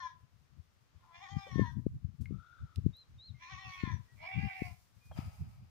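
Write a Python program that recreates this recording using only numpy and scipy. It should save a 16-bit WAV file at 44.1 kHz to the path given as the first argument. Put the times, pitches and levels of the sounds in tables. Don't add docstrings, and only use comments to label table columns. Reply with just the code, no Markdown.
import sys
import numpy as np
from scipy import signal
from scipy.fft import rfft, irfft, next_fast_len
from scipy.io import wavfile
from scipy.ndimage import uniform_filter1d, map_coordinates

SR = 44100
rng = np.random.default_rng(int(sys.argv[2]) if len(sys.argv) > 2 else 0)


def to_wav(s):
    ch = np.atleast_2d(s).T
    pcm = np.round(np.clip(ch, -1, 1) * 32767)
    wavfile.write(sys.argv[1], SR, pcm.astype(np.int16))


N = 251357
T = np.arange(N) / SR


def amp(db):
    return 10 ** (np.asarray(db) / 20)


def unit(x):
    return x / np.sqrt(np.mean(x ** 2) + 1e-20)


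def running_rms(x, seconds):
    size = max(int(seconds * SR), 2)
    power = uniform_filter1d(uniform_filter1d(x ** 2, size), size)
    return np.sqrt(abs(power) + 1e-20)


def read(points, hz):
    f, value = np.transpose(points)
    return np.interp(np.log(hz + 1), np.log(f + 1), value)


def shape(x, response):
    n = x.shape[-1]
    size = next_fast_len(n + 4096)
    spectrum = rfft(x, size) * response(np.fft.rfftfreq(size, 1 / SR))
    return irfft(spectrum, size)[..., :n]


def resonance(f, hz, width):
    return 1j * f * width / (hz ** 2 - f ** 2 + 1j * f * width)


def wander(n, hz):
    step = 16
    coarse = shape(rng.standard_normal(n // step + 2), lambda f: np.exp(-(f / step / hz) ** 2))
    return unit(np.interp(np.arange(n) / step, np.arange(len(coarse)), coarse))


def bell(t, width):
    return np.exp(-(t / width) ** 2)


def surge(s, rise, fall):
    return np.exp(-np.maximum((s - T) / rise, (T - s) / fall))


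def ports(x, side, lag_ms=0.933):
    def response(f):
        delay = np.exp(-2j * np.pi * f * lag_ms / 10 ** 3)
        half_db = read(side, f) / 2
        return np.array([amp(half_db) * delay, amp(-half_db)])
    return shape(x, response)


def pan(x, side_db):
    return x * amp([[side_db / 2], [-side_db / 2]])


def add(mix, s, sound):
    part = mix[:, max(round(s * SR), 0):][:, :sound.shape[1]]
    part += sound[:, :part.shape[1]]


# (frequency [Hz], relative level [dB])
AIR_SPECTRUM = [(20, -25.5), (75, -5.5), (330, -24), (850, -26), (1180, -23.5), (1800, -27.5), (6000, -34),
                (10000, -48.5)]
AIR_DB = -73


def air():
    noise = 0.2 * rng.standard_normal(N) + rng.standard_normal((2, N))
    swell_db = 1.5 * wander(N, 1)
    hush = unit(shape(noise, lambda f: amp(read(AIR_SPECTRUM, f))))
    return pan(hush, 4.1) * amp(AIR_DB + swell_db)


# (frequency [Hz], time to fall 60 dB [s])
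YARD_DECAY = [(1000, 0.35), (8000, 0.21)]


def yard(x):
    taps = rng.standard_normal((2, SR // 2)) * (rng.random((2, SR // 2)) < 2000 / SR)
    taps[:, :round(.008 * SR)] = 0
    hz, t, z = signal.stft(taps, SR, nperseg=256)
    decay = amp(-60 * t / read(YARD_DECAY, hz)[:, None])
    tail = signal.istft(z * decay, SR, nperseg=256)[1]
    return signal.fftconvolve(x, tail / np.linalg.norm(tail[0]), axes=1)[:, :N]


# (frequency [Hz], relative level [dB])
WIND_SPECTRUM = [(20, -37), (60, -7.5), (120, 9.5), (200, 5), (300, -13), (550, -35), (2000, -88.5)]
# (time of peak [s], length [s], relative level on the left port [dB], left-right [dB])
GUSTS = [(0.567, 0.052, -45, 44), (1.363, 0.047, -37, 24), (1.607, 0.099, -30, 28),
         (1.786, 0.083, -37.5, 38), (1.93, 0.072, -41.5, -1), (2.067, 0.1, -44.5, 37),
         (2.231, 0.043, -35, 45), (2.338, 0.054, -31, 49), (2.625, 0.043, -40, 3.5),
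         (2.788, 0.018, -33.5, 11), (2.881, 0.063, -33, 18), (3.148, 0.077, -51.5, 2),
         (3.328, 0.067, -49.5, 20), (3.536, 0.05, -46, 31), (3.68, 0.034, -38, 11), (3.912, 0.11, -36, 38),
         (4.157, 0.034, -43.5, 16), (4.386, 0.034, -31.5, 56), (4.446, 0.035, -32, 48),
         (4.691, 0.092, -45, 17), (5.22, 0.13, -42.5, 0.5), (5.451, 0.096, -46, -4),
         (5.632, 0.13, -53.5, 1)]
BREEZE_DB, BREEZE_SIDE_DB, LUMPY_DB, LUMPS_HZ = -75, 10.5, 7, 15


def wind():
    lumps = np.array([wander(N, LUMPS_HZ), wander(N, LUMPS_HZ)])
    breeze = pan(amp(BREEZE_DB + LUMPY_DB * lumps), BREEZE_SIDE_DB)
    gust_power = sum(amp([[db], [db - side_db]]) ** 2 * bell(T - s, length / 2)
                     for s, length, db, side_db in GUSTS)
    force = np.sqrt(breeze ** 2 + gust_power)
    noise = rng.standard_normal((2, N))
    slow = unit(shape(noise, lambda f: amp(read(WIND_SPECTRUM, f * 1.524))))
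    fast = unit(shape(noise, lambda f: amp(read(WIND_SPECTRUM, f * 0.94))))
    fast_share = force / (force + amp(-31.5))
    eddies = (1 - fast_share) * slow + fast_share * fast
    level = force * amp(4.87 * wander(N, 19) + 0.04)
    return level * eddies / running_rms(eddies, 0.061)


# (time [s], relative level [dB], width [ms])
THUMPS = [(1.3686, -16.5, 1.29), (1.5589, -15, 0.86), (1.5844, -16, 0.75), (1.5953, -6.5, 0.61),
          (1.617, -18, 0.88), (1.7699, -18, 1.24), (1.7926, -20, 1.43), (1.8665, -11, 0.67),
          (2.048, -15, 1.87), (2.2194, -28, 1.3), (2.3096, -20.5, 0.81), (2.3248, -21.5, 1.03),
          (2.8642, -8, 0.91), (3.8370, -13.5, 0.87), (3.876, -22, 0.96), (3.901, -34, 1.04),
          (4.621, -15.5, 0.72), (5.1896, -17.5, 1.03)]
SUCTION_SHARE, SUCTION_SPREAD = 0.24, 1.9


def thumps():
    bumps = np.zeros(N)
    for s, db, width in THUMPS:
        for height, spread in [(1, 1), (-SUCTION_SHARE, SUCTION_SPREAD)]:
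            bumps += amp(db) * height * bell((T - s) * 10 ** 3, np.sqrt(2) * width * spread)
    swing = signal.sosfilt(signal.butter(3, 80, "highpass", fs=SR, output="sos"), bumps)
    return swing * amp([[1.0], [-42]])


# (frequency [Hz], relative level [dB])
STRAW_SPECTRUM = [(300, -14.5), (1000, -26.5), (5000, 4), (8500, -0.5), (13500, -1), (15000, -0.5)]
# (frequency [Hz], width [Hz], relative level [dB])
ARMFUL_MODES = [(763, 240, 4.5), (1277, 28, 8.5), (2390, 520, -3.5), (4880, 170, -6.5)]
# (time of peak [s], rise constant [s], fall constant [s], level [dB])
STIRS = [(1.419, 0.13, 0.24, -77), (3.75, 0.084, 0.12, -76.5), (4.35, 0.26, 1, -77.5),
         (4.66, 0.048, 0.081, -65), (5.18, 0.025, 0.13, -66)]
RUSTLE_DB = -86.5
SWISH_AT_S, SWISH_RISE_S, SWISH_DB, SWISH_FALL_S = 5.178, 0.012, -55, 0.046
SETTLE_DB, SETTLE_S = -63, 0.28


def fodder():
    spread_db = 2 * np.minimum(rng.exponential(1, (2, N)), 5)
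    struck = rng.random((2, N)) < 1500 / SR
    cracks = struck * rng.standard_normal((2, N)) * amp(spread_db)
    grain = unit(cracks) * 0.64 + rng.standard_normal((2, N))
    fizz = unit(shape(grain, lambda f: amp(read(STRAW_SPECTRUM, f))))
    fizz *= amp(1.8 * wander(N, 14))
    stirring = amp(RUSTLE_DB) + sum(amp(db) * surge(s, rise, fall) for s, rise, fall, db in STIRS)

    friction = 0.24 * rng.standard_normal(N) + rng.standard_normal((2, N))
    slide = unit(shape(friction, lambda f: sum(amp(db) * abs(resonance(f, hz, width)) ** 1.26
                                               for hz, width, db in ARMFUL_MODES)))
    sliding = amp(SWISH_DB) * surge(SWISH_AT_S, SWISH_RISE_S, SWISH_FALL_S)
    settling = amp(SETTLE_DB) * surge(SWISH_AT_S, SWISH_RISE_S, SETTLE_S)
    return fizz * stirring + pan(slide * (sliding + settling), 4.6)


# (time [s], relative level [dB], frequency [Hz], width [Hz], time to fall 60 dB [s], left-right [dB])
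TICKS = [(1.465, -52, 510, 260, 0.1, 13), (2.208, -69, 6260, 12200, 0.18, 9.5),
         (2.257, -36.5, 2100, 200, 0.015, 4.5), (2.759, -37, 3500, 5460, 0.006, -19),
         (2.967, -53.5, 13200, 5000, 0.01, -13), (5.112, -45.5, 720, 414, 0.042, 9),
         (5.174, -62, 885, 1480, 0.052, 26)]


def ticks():
    out, t = np.zeros((2, N)), np.arange(SR // 5) / SR
    for s, db, hz, width, t60, side_db in TICKS:
        burst = unit(shape(rng.standard_normal(len(t)), lambda f: resonance(f, hz, width) ** 2))
        burst /= running_rms(burst, 0.0013)
        onset = 1 - np.exp(-t / 0.0022)
        add(out, s, pan(burst * amp(db - 60 * t / t60) * onset, side_db))
    return out


# (start [s], length [s], first pitch [Hz], top or middle pitch [Hz], last pitch [Hz], relative level [dB])
THIN_NOTES = [(2.923, 0.12, 3660, 4136, 3720, -62.5), (3.176, 0.14, 3580, 4200, 3410, -60),
              (3.339, 0.065, 2150, 2100, 2060, -73), (4.074, 0.082, 1883, 1925, 1860, -74.5),
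              (4.999, 0.135, 2450, 2440, 2420, -76), (5.118, 0.042, 3330, 3180, 3040, -71.5)]


def thin_notes():
    out = np.zeros((2, N))
    for s, length, first_hz, mid_hz, last_hz, db in THIN_NOTES:
        u = np.linspace(-1, .62, int(length * SR))
        before = (mid_hz - first_hz) * abs(u) ** 1.3
        after = (mid_hz - last_hz) * (u / u[-1]) ** 2
        hz = (mid_hz - np.where(u < 0, before, after)) * (1 + 0.006 * wander(len(u), 150))
        tone = np.sin(2 * np.pi * np.cumsum(hz) / SR)
        note = unit(tone * signal.windows.tukey(len(u), .4))
        add(out, s, pan(amp(db) * note, 1.4))
    return out


FAR_START_S, FAR_LENGTH_S, FAR_DB = 2.3, 0.49, -66.5
FAR_END_HZ, FAR_TOP_HZ, FAR_HUSK_HZ = 1268, 1404, 3560


def far_call():
    arch = np.sin(np.pi * np.clip((T - FAR_START_S) / FAR_LENGTH_S, 0, 1))
    hz = FAR_END_HZ + (FAR_TOP_HZ - FAR_END_HZ) * arch
    turns = np.cumsum(hz) / SR + .18 * wander(N, 90)
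    husk = unit(shape(rng.standard_normal(N), lambda f: resonance(f, FAR_HUSK_HZ, 430) ** 2))
    voice = np.sin(2 * np.pi * turns) + amp(-24.0) * husk
    call = unit((1 + 0.44 * wander(N, 87)) * voice)
    return pan(call * amp(FAR_DB) * abs(arch) ** 0.69, 11.1)


LEAP_S, LEAP_DB = 0.0086, 3.5
QUAVER_HZ, QUAVER_S, QUAVER_DB = 10.7, 0.063, 2
SAG_S = 0.099
ATTACK_S, OPENING_S, ONSET_DB = .05, 0.046, 24
SWELL_LEAD_S, SWELL_S = 0.045, 0.057
BRIGHT_LEAD_S, BRIGHT_SWELL_S, BRIGHT_SWELL_SHARE = 0.051, 0.093, 1.01
RELEASE_DB_PER_S, BRIGHT_RELEASE_DB_PER_S, RASP_RELEASE_DB_PER_S = 228.5, 200, 267
TIRED_DB = 8


def gesture(t, opens, leap, sagged, stop, db, bright_db, rasp_db, swell_db):
    soft = .5 - .5 * np.tanh((t - leap) / LEAP_S)
    quaver = np.sin(2 * np.pi * QUAVER_HZ * (t - leap)) * bell(t - leap - QUAVER_S / 2, QUAVER_S)
    sag = np.exp(np.minimum(t - sagged, 0) / SAG_S)
    shut = np.clip(0.22 * soft + 0.85 * sag, 0, 1)
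    effort = db - LEAP_DB * soft + QUAVER_DB * quaver
    voiced = effort - ONSET_DB * np.maximum(1 / 2 - t / ATTACK_S, 0)
    mouth = effort - ONSET_DB * np.clip(1 - (t - opens) / OPENING_S, 0, 1)

    over = np.maximum(t - stop, 0)
    swell = swell_db * bell(t - stop + SWELL_LEAD_S, SWELL_S)
    bright_swell = BRIGHT_SWELL_SHARE * swell_db * bell(t - stop + BRIGHT_LEAD_S, BRIGHT_SWELL_S)
    low = voiced + swell - RELEASE_DB_PER_S * over
    middle = mouth + bright_db + bright_swell - TIRED_DB * sag - BRIGHT_RELEASE_DB_PER_S * over
    upper = mouth + rasp_db - RASP_RELEASE_DB_PER_S * over
    return soft, sag, shut, (low, middle, upper)


def throat_ring(drive, modes, band, stretch):
    steps, clock = np.arange(len(drive)), np.cumsum(stretch)
    even = map_coordinates(drive, [np.interp(np.arange(clock[-1]), clock, steps)])

    def response(f):
        peaks = sum(amp(db) * abs(resonance(f, hz, width)) ** 2
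                    for hz, width, db in modes if band[0] < hz <= band[1])
        return peaks / (1 + (600 / (f + 1)) ** 8) / (1 + (f / 7200) ** 16)
    return unit(map_coordinates(shape(even, response), [clock]))


# (lower edge [Hz], upper edge [Hz])
THROAT_BANDS = [(0, 1400), (1400, 2600), (2600, 8000)]
# (frequency [Hz], left-right [dB])
GOAT_SIDE = [(1200, 8.5), (1800, 6.5), (2350, -9.5), (3200, 7), (4400, 8.5), (8000, -18.5)]
FLUTTER_HZ, FLUTTER_LAG_S, FLUTTER_DB, FLUTTER_SHIFT = 8.89, 0.065, 1.5, 0.017
SOFT_JITTER, SOFT_BREATHY = .003, 0.12
CATCH_S, CATCH_BREATHY, CATCH_DB = .03, .25, 3
GROWL_CYCLES = .035
TREMBLE_DB, TREMBLE_HZ = 1.5, 22
TAIL_S = 0.063


def bleat(row, pitch, hoarse, wide, narrow):
    breathy, growl, growl_hz, jitter, tired_jitter, flutter = hoarse
    start, opens, sagged, length = row[0], row[1], row[3], row[4]
    t = np.arange(max(start - ATTACK_S, 0), start + length + TAIL_S, 1 / SR)
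    n = len(t)
    soft, sag, shut, (low, middle, upper) = gesture(t - start, *row[1:])
    shake = flutter * np.cos(2 * np.pi * FLUTTER_HZ * (t - start - sagged - FLUTTER_LAG_S))
    stretch = 1 - FLUTTER_SHIFT * shake
    catching = .5 - .5 * np.tanh((t - start - opens) / CATCH_S)
    breathy = breathy + SOFT_BREATHY * soft + CATCH_BREATHY * catching
    jitter = jitter + SOFT_JITTER * soft + tired_jitter * sag

    throb = growl * np.cos(2 * np.pi * (growl_hz * t + 0.15 * wander(n, 16)))
    turns = np.cumsum(np.interp(t, *np.transpose(pitch))) / SR
    turns = turns + GROWL_CYCLES * throb + jitter * (wander(n, 190) + wander(n, 35))
    folds = unit(sum(amp(4 * wander(n, 12)) * np.cos(2 * np.pi * k * turns) for k in range(1, 23)))
    uneven = 1 + throb / 2 + 0.15 * wander(n, 80)
    puffs = unit((.5 + np.cos(np.pi * turns) ** 2) * rng.standard_normal(n))
    drive = uneven * ((1 - breathy) * folds + breathy * puffs)

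    out = np.zeros((2, n))
    levels = (low - CATCH_DB * catching, middle + FLUTTER_DB * shake, upper)
    for band, db in zip(THROAT_BANDS, levels):
        opened = throat_ring(drive, wide, band, stretch)
        closed = throat_ring(drive, narrow, band, stretch)
        pair = ports((1 - shut) * opened + shut * closed, GOAT_SIDE)
        out += pair / running_rms(pair.mean(0), 0.061) * amp(db + TREMBLE_DB * wander(n, TREMBLE_HZ))
    return t[0], out * signal.windows.tukey(n, .04)


# (start [s]; then from the start: mouth opens [s], voice leaps [s],
# pitch has sagged [s], voice stops [s]; relative effort, brightness, rasp, closing swell [dB])
BLEATS = [(-.6, .1, 0.26, 0.74, 0.659, -50.5, -10.5, -9.5, 7.9),
          (1.019, 0.085, 0.2, 0.62, 0.66, -56.5, -2.5, -8, 11.2),
          (3.4, -0.024, 0.095, 0.518, 0.523, -55.5, 0.5, -8.5, 8.9),
          (4.2, -0.028, 0.028, 0.4836, 0.47, -55, 7, -14, 0.25)]
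# (time [s], pitch [Hz])
PITCH = [
    [(0, 366.5), (.025, 347), (.085, 328.6), (.12, 311)],
    [(1.03, 351.3), (1.11, 336.2), (1.198, 348.5), (1.234, 407), (1.27, 360.2), (1.31, 398.9),
     (1.474, 390.1), (1.54, 363.3), (1.62, 356.5), (1.645, 321.9), (1.74, 307.8)],
    [(3.39, 319.7), (3.425, 344), (3.465, 339.3), (3.51, 390.4), (3.56, 362.6), (3.6, 388.2), (3.68, 375.5),
     (3.79, 366.6), (3.86, 351.8), (3.93, 321.5)],
    [(4.2, 305.2), (4.25, 331.2), (4.27, 376.9), (4.44, 398), (4.52, 379.6), (4.57, 384.4), (4.61, 369.4),
     (4.66, 360.4), (4.7, 340)],
]
# (breathy share [0-1], growl depth [ratio], growl rate [Hz],
# jitter per wander [cycles], added jitter as the voice tires [cycles], flutter [0-1])
HOARSE = [(.02, .04, 83, .001, 0, 0), (.07, .36, 83, .003, 0, .2), (.11, .52, 82, .004, .006, .5),
          (.14, .8, 82, .012, 0, 1)]
# (frequency [Hz], width [Hz], relative level [dB])
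CLEAR_THROAT = [(1008, 81, 13), (1717, 230, 10), (3390, 290, 1), (4100, 870, -5), (5720, 720, 1.5)]
OPEN_THROAT = [(870, 250, -3.5), (1130, 170, -11.5), (1680, 65, -3), (1874, 290, 6.5), (2280, 520, -3.5),
               (3260, 500, 2.5), (3560, 420, 3.5), (5270, 700, -3), (6680, 1800, -11)]
STRAINED_THROAT = [(816, 85, -1), (1059, 174, -2.5), (1885, 125, 3), (2310, 560, 1.5), (3480, 600, 6),
                   (4070, 330, -4), (5700, 840, 1.5)]
CLOSING_THROAT = [(1008, 146, 13), (1787, 190, 12.5), (2380, 500, -14), (3540, 210, 3), (4200, 500, -11),
                  (5800, 390, -2.5)]
NASAL_THROAT = [(717, 256, 24), (1060, 38, 3), (1700, 150, -18), (2038, 36, -5.5), (2314, 260, -9.5),
                (2750, 200, 9.5), (3320, 350, -8), (3850, 360, -11), (4970, 560, -5)]
WALL_S, WALL_DB = .009, -8


def goat():
    out = np.zeros((2, N))
    throats = [(CLEAR_THROAT, CLEAR_THROAT), (OPEN_THROAT, CLOSING_THROAT),
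               (STRAINED_THROAT, CLOSING_THROAT), (NASAL_THROAT, NASAL_THROAT)]
    for row, pitch, hoarse, throat in zip(BLEATS, PITCH, HOARSE, throats):
        add(out, *bleat(row, pitch, hoarse, *throat))
    slap = shape(out, lambda f: np.exp(-2j * np.pi * f * WALL_S) * f / (f + 1200))
    return amp(-2.5) * (out + amp(WALL_DB) * slap)


def scene():
    calls = goat() + far_call()
    small = thin_notes() + ticks()
    scatter = yard(amp(-7.5) * calls + amp(-13.0) * small)
    return calls + small + scatter + fodder() + air() + wind() + thumps()


EDGE_HZ = 15600


def record(dry):
    lowpass = signal.firwin(511, EDGE_HZ, window=("kaiser", 9), fs=SR)
    return signal.oaconvolve(dry, lowpass[None], "same")


dry = scene()
out = record(dry)
to_wav(out)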